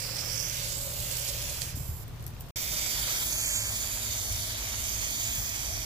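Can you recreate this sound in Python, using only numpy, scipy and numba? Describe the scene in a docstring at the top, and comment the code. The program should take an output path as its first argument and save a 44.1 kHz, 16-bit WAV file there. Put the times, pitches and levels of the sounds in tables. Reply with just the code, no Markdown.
"""A hand-held hose nozzle hisses close to the right of two ports (noise and drop impacts, a moving hump) and its
spray patters on pots and leaves, over a soft hose whistle, drips, rumble, an engine and machine hums.
At 1.6 s the trigger is let go: clicks (cracks and rings), hand knocks (low sines), a short bright leak
(high-passed turbulence with two rising whistles). After a short silence at 2.5 s the spraying goes on
elsewhere in the yard to the end, with two more knocks."""
import sys
import numpy as np
from scipy import signal
from scipy.fft import rfft, irfft, next_fast_len
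from scipy.io import wavfile
from scipy.ndimage import map_coordinates
from numba import njit

SR = 44100
rng = np.random.default_rng(int(sys.argv[2]) if len(sys.argv) > 2 else 0)


def generate_wav(sig):
    """Save sig (samples, or channels by samples) to the path in sys.argv[1] as 16-bit PCM at SR."""
    pcm = np.round(np.clip(np.atleast_2d(sig).T, -1, 1) * 32767).astype(np.int16)
    wavfile.write(sys.argv[1], SR, pcm)


N = 257984
T_S = np.arange(N) / SR
FFT_LEN = next_fast_len(N, True)
BINS_HZ = np.maximum(np.arange(FFT_LEN // 2 + 1) * SR / FFT_LEN, 1)

SILENCE_START_S, SILENCE_END_S = 2.509, 2.5585
RELEASE_S = 1.605   # the trigger is let go

# bearing of the nozzle: t/s, lag of the left port/ms
BEARING = [(0, .4), (.5, .37), (.85, .29), (1.2, .36), (1.45, .3), (1.9, .4), (2.55, .315), (3.1, .24),
           (3.4, .172), (3.58, .155), (3.95, .245), (4.3, .215), (4.7, .25), (5.3, .2), (5.85, .24)]
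# the two places: close echo/gain, spray landing all around/power share, rumble level/dB, engine level/dB
PLACES = [(.02, 0.85, -47, -50.5), (.44, 0.75, -48, -49.5)]


def from_db(db):
    """Decibels to gain."""
    return 10 ** (np.asarray(db) / 20)


def rms_one(x):
    """Scales to rms 1."""
    return x / np.sqrt(np.mean(np.square(x)) + 1e-20)


def in_time(rows):
    """Each column of a curve table, one value a sample."""
    s, *columns = np.transpose(rows)
    return [np.interp(T_S, s, column) for column in columns]


def by_place(first, second):
    """One value up to the end of the silence, another after it."""
    return np.where(T_S < SILENCE_END_S, first, second)


def bump(s, half_s):
    """A triangle of height 1 around a moment, half_s to each side."""
    return np.clip(1 - abs(T_S - s) / half_s, 0, 1)


def after_release():
    """Seconds since the trigger was let go; 0 in the second place."""
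    return by_place(np.maximum(T_S - RELEASE_S, 0), 0)


def drift(corner_hz):
    """Slow chance of spread 1: noise through a double one-pole low-pass at SR / 40."""
    r = np.exp(-80 * np.pi * corner_hz / SR)
    slow = signal.lfilter([1], [1, -2 * r, r * r], rng.standard_normal(N // 40 + 2002))
    slow = rms_one(slow[2000:])
    return np.interp(np.arange(N) / 40, np.arange(len(slow)), slow)


def band_pass(order, low_hz, high_hz):
    """Butterworth band-pass sections."""
    return signal.butter(order, [low_hz, high_hz], "band", fs=SR, output="sos")


def through(x, response):
    """Filters steady noise by a frequency response."""
    return irfft(rfft(x, FFT_LEN) * response, FFT_LEN)[..., :N]


def at_bins(points):
    """A spectrum table read at every FFT bin, linear over log frequency."""
    hz, values = np.transpose(points)
    return np.interp(np.log(BINS_HZ), np.log(hz), values)


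def colour(x, points):
    """Filters steady noise by a spectrum table in dB."""
    return through(x, from_db(at_bins(points)))


def late(x, ms):
    """Reads x late by a changing delay."""
    return map_coordinates(x, [np.arange(N) - ms * SR / 1000], order=3, mode="nearest")


@njit
def resonate(x, hz, width_hz, sr):
    """A two-pole resonance whose centre moves."""
    out, r = np.zeros(len(x)), np.exp(-np.pi * width_hz / sr)
    for i in range(2, len(x)):
        fed_back = 2 * r * np.cos(2 * np.pi * hz[i] / sr) * out[i - 1] - r * r * out[i - 2]
        out[i] = x[i] - x[i - 2] + fed_back
    return out


def spread(x, pan_db):
    """Pans a pair of channels by a left minus right level difference."""
    half_db = np.atleast_1d(pan_db) / 2
    return x * from_db(np.array([half_db, -half_db]))


def stereo_noise():
    """White noise, alike at both ports in the bass and unlike in the treble."""
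    # f/Hz, left-right correlation
    likeness = [(40, .8), (70, .78), (130, .8), (300, .76), (700, .35), (1300, .08), (15000, 0)]
    alike = np.clip(at_bins(likeness), 0, 1)
    mid, side = rng.standard_normal((2, N))
    return through(mid, np.sqrt(1 + alike)) + through(side, np.sqrt(1 - alike)) * [[1], [-1]]


def turbulence(drops_per_s, size_db, drop_share, flutter_db):
    """Smooth hiss mixed with dense drop impacts of uneven size; the flow flutters; rms 1."""
    sizes = from_db(size_db * np.minimum(rng.exponential(1, N), 4)) * rng.choice([-1, 1], N)
    drops = rms_one(sizes * (rng.random(N) < drops_per_s / SR))
    share = np.clip(drop_share, 0, 1)
    water = np.sqrt(1 - share) * rng.standard_normal(N) + np.sqrt(share) * drops
    return rms_one(water * from_db(flutter_db * drift(26)))


def port(x, points, notch):
    """One port: a reflection off hand and body, a notch that wanders slowly at random, a fixed colour."""
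    hz, width_hz, depth, wander_hz = notch
    x = x + 0.26 * late(x, 1.292 + 0.071 * drift(1.36))   # delay and wander in ms
    unit_gain = (1 - np.exp(-2 * np.pi * width_hz / SR)) / 2
    rung = resonate(x, hz + wander_hz * drift(2.1), width_hz, SR)
    return colour(x - np.clip(depth, 0, 1) * unit_gain * rung, points)


def at_ports(near, around):
    """The nozzle reaches the right port first; splashes differ at each port, more so in the treble."""
    # port colour for nozzle sound: f/Hz, gain/dB
    left_colour = [(300, -28), (900, -6.5), (2000, -0.5), (3400, 0), (4500, -1), (6500, -2), (7400, -1.5),
                   (8200, -7), (9100, -1), (10200, 0.5), (11000, -0.5), (13800, -4.5), (14600, 2),
                   (16000, -4)]
    # port colour for nozzle sound: f/Hz, gain/dB
    right_colour = [(300, -23), (900, -5.5), (2000, 3), (3400, 2), (4000, 2), (4700, 5.5), (6400, 2),
                    (7400, 8), (8400, 1), (9400, -4), (10300, 4.5), (11000, -3), (11900, 3), (12600, 1),
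                    (15000, -0.5)]
    # notch at the left, then the right port: f/Hz, width/Hz, depth (0-1), wander/Hz
    notches = [(8300, 1050, 0.85, 300), (9180, 1360, 0.9, 400)]
    echo_ms, echo_turns, echo_wander_ms = .785, .31, 0.023
    facing_ms, narrowing_per_ms = 0.21, 5.3

    lag_ms, = in_time(BEARING)
    echo, wide = np.clip([by_place(PLACES[0][k], PLACES[1][k]) for k in range(2)], 0, 1)
    # facing the ports, the nozzle drowns the spray around
    wide = np.clip(wide - narrowing_per_ms * np.maximum(facing_ms - lag_ms, 0), 0, 1)
    around = through(around, np.sqrt(1 / (1 + (4800 / BINS_HZ) ** 2)))
    both = np.sqrt(1 - wide) * np.array([late(near, lag_ms), near]) + np.sqrt(wide) * around

    # a close surface returns the lower treble with a turn of phase and combs it
    bounce = np.exp(-2j * np.pi * (BINS_HZ * echo_ms / 1000 + echo_turns))
    bounce = bounce / (1 + (BINS_HZ / 5300) ** 4) / (1 + (1500 / BINS_HZ) ** 4)
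    echoes = [late(side, echo_wander_ms * drift(1.9)) for side in through(both, bounce)]
    left, right = both + echo * np.array(echoes)
    return np.array([port(left, left_colour, notches[0]), port(right, right_colour, notches[1])])


def yard():
    """Steady yard noise: coloured noise, bass common to both ports."""
    # f/Hz, relative level/dB
    spectrum = [(25, -11.5), (55, -4), (130, -18), (200, -17.5), (400, -21), (1000, -24), (2000, -30.5),
                (4000, -33.5), (7500, -39.5), (9500, -44), (13000, -36.5), (15500, -38.5)]
    return from_db(-46.5) * rms_one(np.array([colour(side, spectrum) for side in stereo_noise()]))


def rumble_and_engine():
    """Lumpy traffic and wind rumble and a far engine drone: two bands of noise that swell."""
    # t/s, rise/dB, half length/s
    swells = [(1.005, 8, 0.078), (1.435, 7, 0.2), (1.904, 7, 0.39), (2.36, 7, 0.24), (4.32, 10.5, 0.17),
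              (4.8, 4.5, 0.55), (5.406, 7.5, 0.14), (5.738, 8.5, 0.15)]
    swell_db = sum(db * bump(s, half_s) for s, db, half_s in swells)
    rumble_db = by_place(PLACES[0][2], PLACES[1][2]) + swell_db + 0.58 * drift(4.0)
    # share of a swell the drone follows; in the second place it sinks instead
    engine_db = by_place(PLACES[0][3], PLACES[1][3]) + by_place(0.33, -0.33) * swell_db
    rumble = rms_one(signal.sosfilt(band_pass(2, 38.5, 86.4), stereo_noise()))
    engine = rms_one(signal.sosfilt(band_pass(2, 96.7, 126.4), stereo_noise()))
    return from_db(rumble_db) * rumble + from_db(engine_db) * engine


def hums():
    """Machine hums: sines that waver in pitch and level."""
    # start/s, end/s, f/Hz, rms wander/Hz, rms level/dB
    hum_tones = [(0, 2.52, 119, 1.2, -47), (0, 2.52, 157, 1.2, -54), (0, 2.52, 134, 1, -56),
                 (2.55, 5.85, 226.5, .6, -60), (2.55, 5.85, 53.8, .8, -51), (2.55, 3.55, 161.5, .6, -59),
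                 (2.55, 3.55, 134, .6, -58), (3.55, 4.5, 103, 1.2, -47), (4.5, 5.85, 107, 1.2, -50),
                 (2.8, 3.5, 322, .8, -63), (5.1, 5.6, 287, .8, -62)]
    out = np.zeros(N)
    for start, end, hz, wander_hz, level_db in hum_tones:
        tone = np.sin(2 * np.pi * np.cumsum(hz + wander_hz * drift(2.38)) / SR)
        gain = np.sqrt(2) * from_db(level_db + 1.0 * drift(2.5))
        out += gain * tone * (T_S >= start) * (T_S < end)
    return out


def whistle():
    """Water column singing in the hose: noise twice through a rising resonance, nearer the right."""
    # each place: first f/Hz, rise/(Hz/s), level/dB
    song = [(535, 21, -52.5), (596.5, 18.6, -55)]
    fade_db_per_s = 70.0
    first_hz, rise_hz_per_s, level_db = [by_place(*column) for column in zip(*song)]
    hz = first_hz + rise_hz_per_s * (T_S - by_place(0, SILENCE_END_S))
    once = resonate(rng.standard_normal(N), hz, 110.0, SR)
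    tone = rms_one(resonate(once, hz, 110.0, SR))
    level_db = level_db - fade_db_per_s * after_release() + 1.1 * drift(0.69) + 0.8 * drift(7.4)
    lag_ms, = in_time(BEARING)
    return spread(np.array([late(tone, lag_ms), tone]), -1.5) * from_db(level_db)


def drips():
    """Wet leaves near the hose drip: sparse drops over a thin trickle, their own on each side."""
    water = [turbulence(150, 4.0, 0.25, 3.0) for side in "LR"]
    drops = signal.sosfilt(band_pass(1, 1800.0, 8000.0), water)
    return spread(rms_one(drops), -3) * from_db(-61)


def splash():
    """Drops drum on soil, leaves and tub walls: a dull patter on each side; it outlasts the jet."""
    # spray sweeps over a tub: t/s, rise/dB
    passes = [(.15, 8), (1.5, 4), (2.6, 4), (3.1, 10.5), (3.92, 8.5), (4.7, 7.5)]
    base_db, pass_half_s, fade_db_per_s = -57, 0.47, 45
    level_db = base_db + sum(db * bump(s, pass_half_s) for s, db in passes)
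    level_db = level_db - fade_db_per_s * after_release()
    water = [turbulence(1500, 3.5, 0.62, 3.9) for side in "LR"]
    drops = signal.sosfilt(band_pass(1, 330, 1900), water)
    return rms_one(drops + 0.57 * drops[::-1]) * from_db(level_db)


def knocks():
    """Hand knocks the microphone body: low sines that swell for a few milliseconds and die."""
    # t/s, level before the soft onset/dB, f/Hz, t60/s
    thuds = [(1.743, -19.5, 94, 0.059), (1.771, -22.5, 240, 0.024), (1.806, -17, 113, 0.038),
             (1.888, -18, 88, 0.067), (4.299, -29, 90.7, 0.15), (5.38, -25, 104, 0.1)]
    out, t = np.zeros(N), np.arange(int(.15 * SR)) / SR
    for s, level_db, hz, t60_s in thuds:
        i = round(s * SR)
        envelope = from_db(level_db - 60 * t / t60_s) * (1 - np.exp(-t / 0.0046))
        out[i:i + len(t)] += envelope * np.sin(2 * np.pi * hz * t)
    return out


def clicks():
    """Trigger and dripping nozzle: a broad crack and a ring, the crack with a faint tail from walls."""
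    # t/s, level before the onset/dB, ring f/Hz, left minus right/dB, crack gain/dB
    snaps = [(1.618, -20, 7340, -10, -2), (1.6189, -15, 4350, -6, 1), (2.0802, -34, 14200, -2.5, 1),
             (2.2069, -39, 7740, 0, 1), (2.2254, -32, 12600, 0, -2), (2.241, -38, 7710, -15, 0),
             (2.2653, -19, 12400, 1, -3), (2.2785, -25, 11600, 6, -5), (2.3045, -40, 12000, 0, 3),
             (2.336, -45, 6000, 0, -3), (2.3474, -41, 13100, -0.5, -4), (2.366, -35, 2600, -4, -3),
             (2.388, -42, 14500, 0, -6), (2.4004, -31, 14300, 0.0, -4), (2.405, -33, 13810, 3.0, -5),
             (2.408, -24, 14500, -1.0, -1), (2.4178, -38, 14200, -3.5, -4), (2.4216, -31, 12200, -6.0, -9),
             (2.464, -47, 9000, 0, -1), (2.4872, -39, 13500, -1, 2)]
    t60_s, rise_s, tail_db, tail_t60_s = .0042, .0005, -18.5, 0.12
    out, t = np.zeros((2, N)), np.arange(int(.08 * SR)) / SR
    fall = from_db(-60 * t / t60_s) * (1 - np.exp(-t / rise_s))
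    tail = from_db(tail_db - 60 * t / tail_t60_s)
    for s, level_db, hz, pan_db, crack_db in snaps:
        noise = rng.standard_normal((2, len(t)))
        band = band_pass(1, max(2000, .6 * hz), min(1.8 * hz, 19000))
        crack = from_db(crack_db) * signal.sosfilt(band, noise) * (fall + tail)
        ring = np.sin(2 * np.pi * hz * t) * fall
        i = round(s * SR)
        out[:, i:i + len(t)] += spread(crack + ring, pan_db) * from_db(level_db)
    return out


def leak():
    """Water squeezed through the closing valve: thin, bright hiss with two rising whistles."""
    # the gap sings as it narrows: first f/Hz, rise/(Hz/s), gain/dB
    gap_tones = [(7350, 2500, -11.5), (11600, 2400, -2)]
    start_s, attack_s, end_s, release_s = 1.745, 0.013, 2.044, 0.0091
    base_db, burst_db, settle_s, sag_db_per_s = -41, 9, .035, 12
    age_s = np.clip(T_S - start_s, 0, 1)
    burst = burst_db * np.exp(-age_s / settle_s)
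    level_db = base_db + burst - sag_db_per_s * age_s
    gate = np.clip(age_s / attack_s, 0, 1) ** 2 * np.clip((end_s - T_S) / release_s, 0, 1)
    bright = signal.butter(2, 8000, "high", fs=SR, output="sos")
    hiss = signal.sosfilt(bright, [turbulence(4900, 5.1, 0.23, 1.2) for part in range(3)])
    for first_hz, rise_hz_per_s, db in gap_tones:
        tone = resonate(rng.standard_normal(N), first_hz + rise_hz_per_s * age_s, 300, SR)
        hiss[0] += from_db(db - burst) * rms_one(tone)   # the whistles take no part in the burst
    return spread(at_ports(hiss[0], hiss[1:]), -6.5) * from_db(level_db) * gate


def patches(x, patchy_db):
    """Every narrow stretch of the hiss swells and sinks on its own."""
    place = np.clip(np.sqrt(BINS_HZ) / 8 - 3, 0, 13)
    spectrum, out = rfft(x, FFT_LEN), 0
    for k in range(14):
        stretch = irfft(spectrum * np.clip(1 - abs(place - k), 0, 1), FFT_LEN)[:N]
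        out = out + stretch * from_db(patchy_db * (drift(3) + .6 * drift(14)))
    return out


def sputter():
    """Air and water at the mouth: lower-treble bursts of a few milliseconds, some tens a second."""
    bursts = from_db(8 * np.clip(drift(45), -2, 1.8))
    noise = signal.sosfilt(band_pass(2, 4000, 10500), rng.standard_normal(N) * bursts)
    return from_db(by_place(-8, -19)) * rms_one(noise)


def dip_or_swell(both):
    """Bands of the hiss dip or swell for a moment, by port."""
    # t/s, half length/s, f/Hz, width/Hz, left/dB, right/dB
    band_moves = [(.05, .15, 11500, 4000, 1.5, -1.5), (.35, 0.16, 4030, 600, -3, -8),
                  (.4, 0.17, 13600, 2500, -3, 3), (0.883, .2, 5630, 1800, -3, -2),
                  (.95, 0.19, 1700, 800, 0, -4), (1.2, 0.12, 13500, 3000, -1, 2.5),
                  (1.3, 0.52, 3200, 1200, 1.5, 0), (2.66, .15, 14500, 2000, 3, 6),
                  (3.145, 0.59, 3500, 696, 2.5, 1), (3.55, 0.28, 3320, 1000, 3, 3),
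                  (4.35, 0.44, 3650, 700, 3, 2.5), (4.5, 0.26, 12000, 3000, 2, -3),
                  (5.0, .35, 1600, 800, -1.5, -2.5), (5.35, 0.27, 14600, 1500, 3, 4)]
    out = both.copy()
    for s, half_s, hz, width_hz, left_db, right_db in band_moves:
        part = slice(max(round((s - half_s) * SR), 0), round((s + half_s) * SR))
        band = band_pass(1, hz - width_hz / 2, hz + width_hz / 2)
        amount = np.minimum(2 * bump(s, half_s)[part], 1)
        gain = from_db(np.outer([left_db, right_db], amount))
        out[:, part] += (gain - 1) * signal.sosfiltfilt(band, both[:, part])
    return out


def hollow(both):
    """For a moment a narrow band loses what both ports share and sounds hollow and wide."""
    # t/s, half length/s, f/Hz, width/Hz, share of the common part removed (0-1)
    hollow_bands = [(.44, 0.081, 4020, 400, .8), (3.22, .08, 2750, 500, .85), (3.32, .08, 2950, 500, .9),
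                    (3.41, .09, 3300, 1000, 0.73), (3.53, .13, 3400, 1200, 1), (3.65, .08, 3250, 900, .9),
                    (3.73, .06, 2750, 600, .8), (4.247, .08, 2600, 600, .6), (4.45, 0.093, 2660, 600, 0.64),
                    (5.14, 0.096, 2800, 600, 0.65), (5.45, 0.061, 2750, 400, 0.5),
                    (5.743, .1, 2920, 400, 0.6)]
    out = both.copy()
    for s, half_s, hz, width_hz, share in hollow_bands:
        part = slice(round((s - half_s) * SR), round((s + half_s) * SR))
        band = band_pass(2, hz - width_hz / 2, hz + width_hz / 2)
        common = signal.sosfiltfilt(band, out[:, part].mean(axis=0))
        out[:, part] -= np.clip(share, 0, 1) * np.minimum(2 * bump(s, half_s)[part], 1) * common
    return out


def jet():
    """Spray hiss with a hump that moves as the nozzle turns."""
    # each spraying: t/s, relative level/dB, tilt about 4 kHz (treble up, bass down)/dB, hump f/Hz, hump gain/dB
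    sprayings = [
        [(0.0, -35, -1.5, 4770, -10), (0.36, -33.5, -3, 5600, 0.5), (0.68, -31.5, -1.8, 6170, -11.5),
         (0.77, -34, 0, 7600, -3), (0.97, -33.5, 0.5, 7950, -16), (1.15, -31, -1, 6200, -23),
         (1.56, -33.5, -1.5, 5810, -20), (1.71, -36, -1.5, 5930, -23), (1.76, -50.5, -9, 5770, -10),
         (2.1, -66, -1, 5800, -24)],
        [(2.556, -31, -1.5, 5670, -10), (3.0, -28.5, -1, 6400, -8.5), (3.16, -28, -1, 6000, -9),
         (3.29, -30.5, 2, 6360, -3.5), (3.45, -31.5, 0.5, 6650, 1.5), (4.0, -32, 0.4, 6740, -5),
         (4.31, -32, -0.5, 6240, -5), (4.56, -32.5, -2.5, 6200, -8), (4.88, -32, -1, 6460, -1.5),
         (5.25, -31, -2, 6650, -2.5), (5.85, -34, -1.5, 5870, -2)],
    ]
    level_db, tilt_db, hump_hz, hump_db = in_time(sprayings[0] + sprayings[1])
    lag_ms, = in_time(BEARING)
    near = patches(turbulence(5000, 3.6, .27, .8), patchy_db=1.6)
    around = np.array([patches(turbulence(3000, 3.7, .28, .9), patchy_db=1.9) for side in "LR"])
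    both = at_ports(near, around)

    spits = turbulence(700, 5.2, 0.91, 1.9)   # trapped air bursts out at the nozzle mouth
    hump = from_db(hump_db) * rms_one(resonate(near + .7 * spits, hump_hz, 630.0, SR))
    hump = hump + sputter()
    both += [from_db(-20.5) * late(hump, lag_ms), hump]   # the far port lies in the shade
    both = dip_or_swell(both)

    low = signal.sosfilt(signal.butter(1, 4000, fs=SR, output="sos"), both)
    both = low * from_db(-tilt_db) + (both - low) * from_db(tilt_db)
    pan_db = 5.5 - 19.5 * lag_ms   # falls as the nozzle swings to the right
    spraying = sum((T_S >= rows[0][0]) & (T_S <= rows[-1][0]) for rows in sprayings)
    return hollow(spread(both, pan_db) * from_db(level_db) * spraying)


def scene():
    """All sources at the two ports."""
    background = yard() + rumble_and_engine() + hums()
    return background + whistle() + drips() + splash() + knocks() + clicks() + leak() + jet()


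def record(dry):
    """A short silence parts the two places; a steep low-pass at 15.5 kHz cuts the top."""
    gate = np.clip(np.maximum(SILENCE_START_S - T_S, T_S - SILENCE_END_S) / 0.0011, 0, 1)
    low_pass = signal.ellip(14, .3, 75, 15500, fs=SR, output="sos")
    return signal.sosfilt(low_pass, dry * gate)


dry = scene()
out = record(dry)
generate_wav(out)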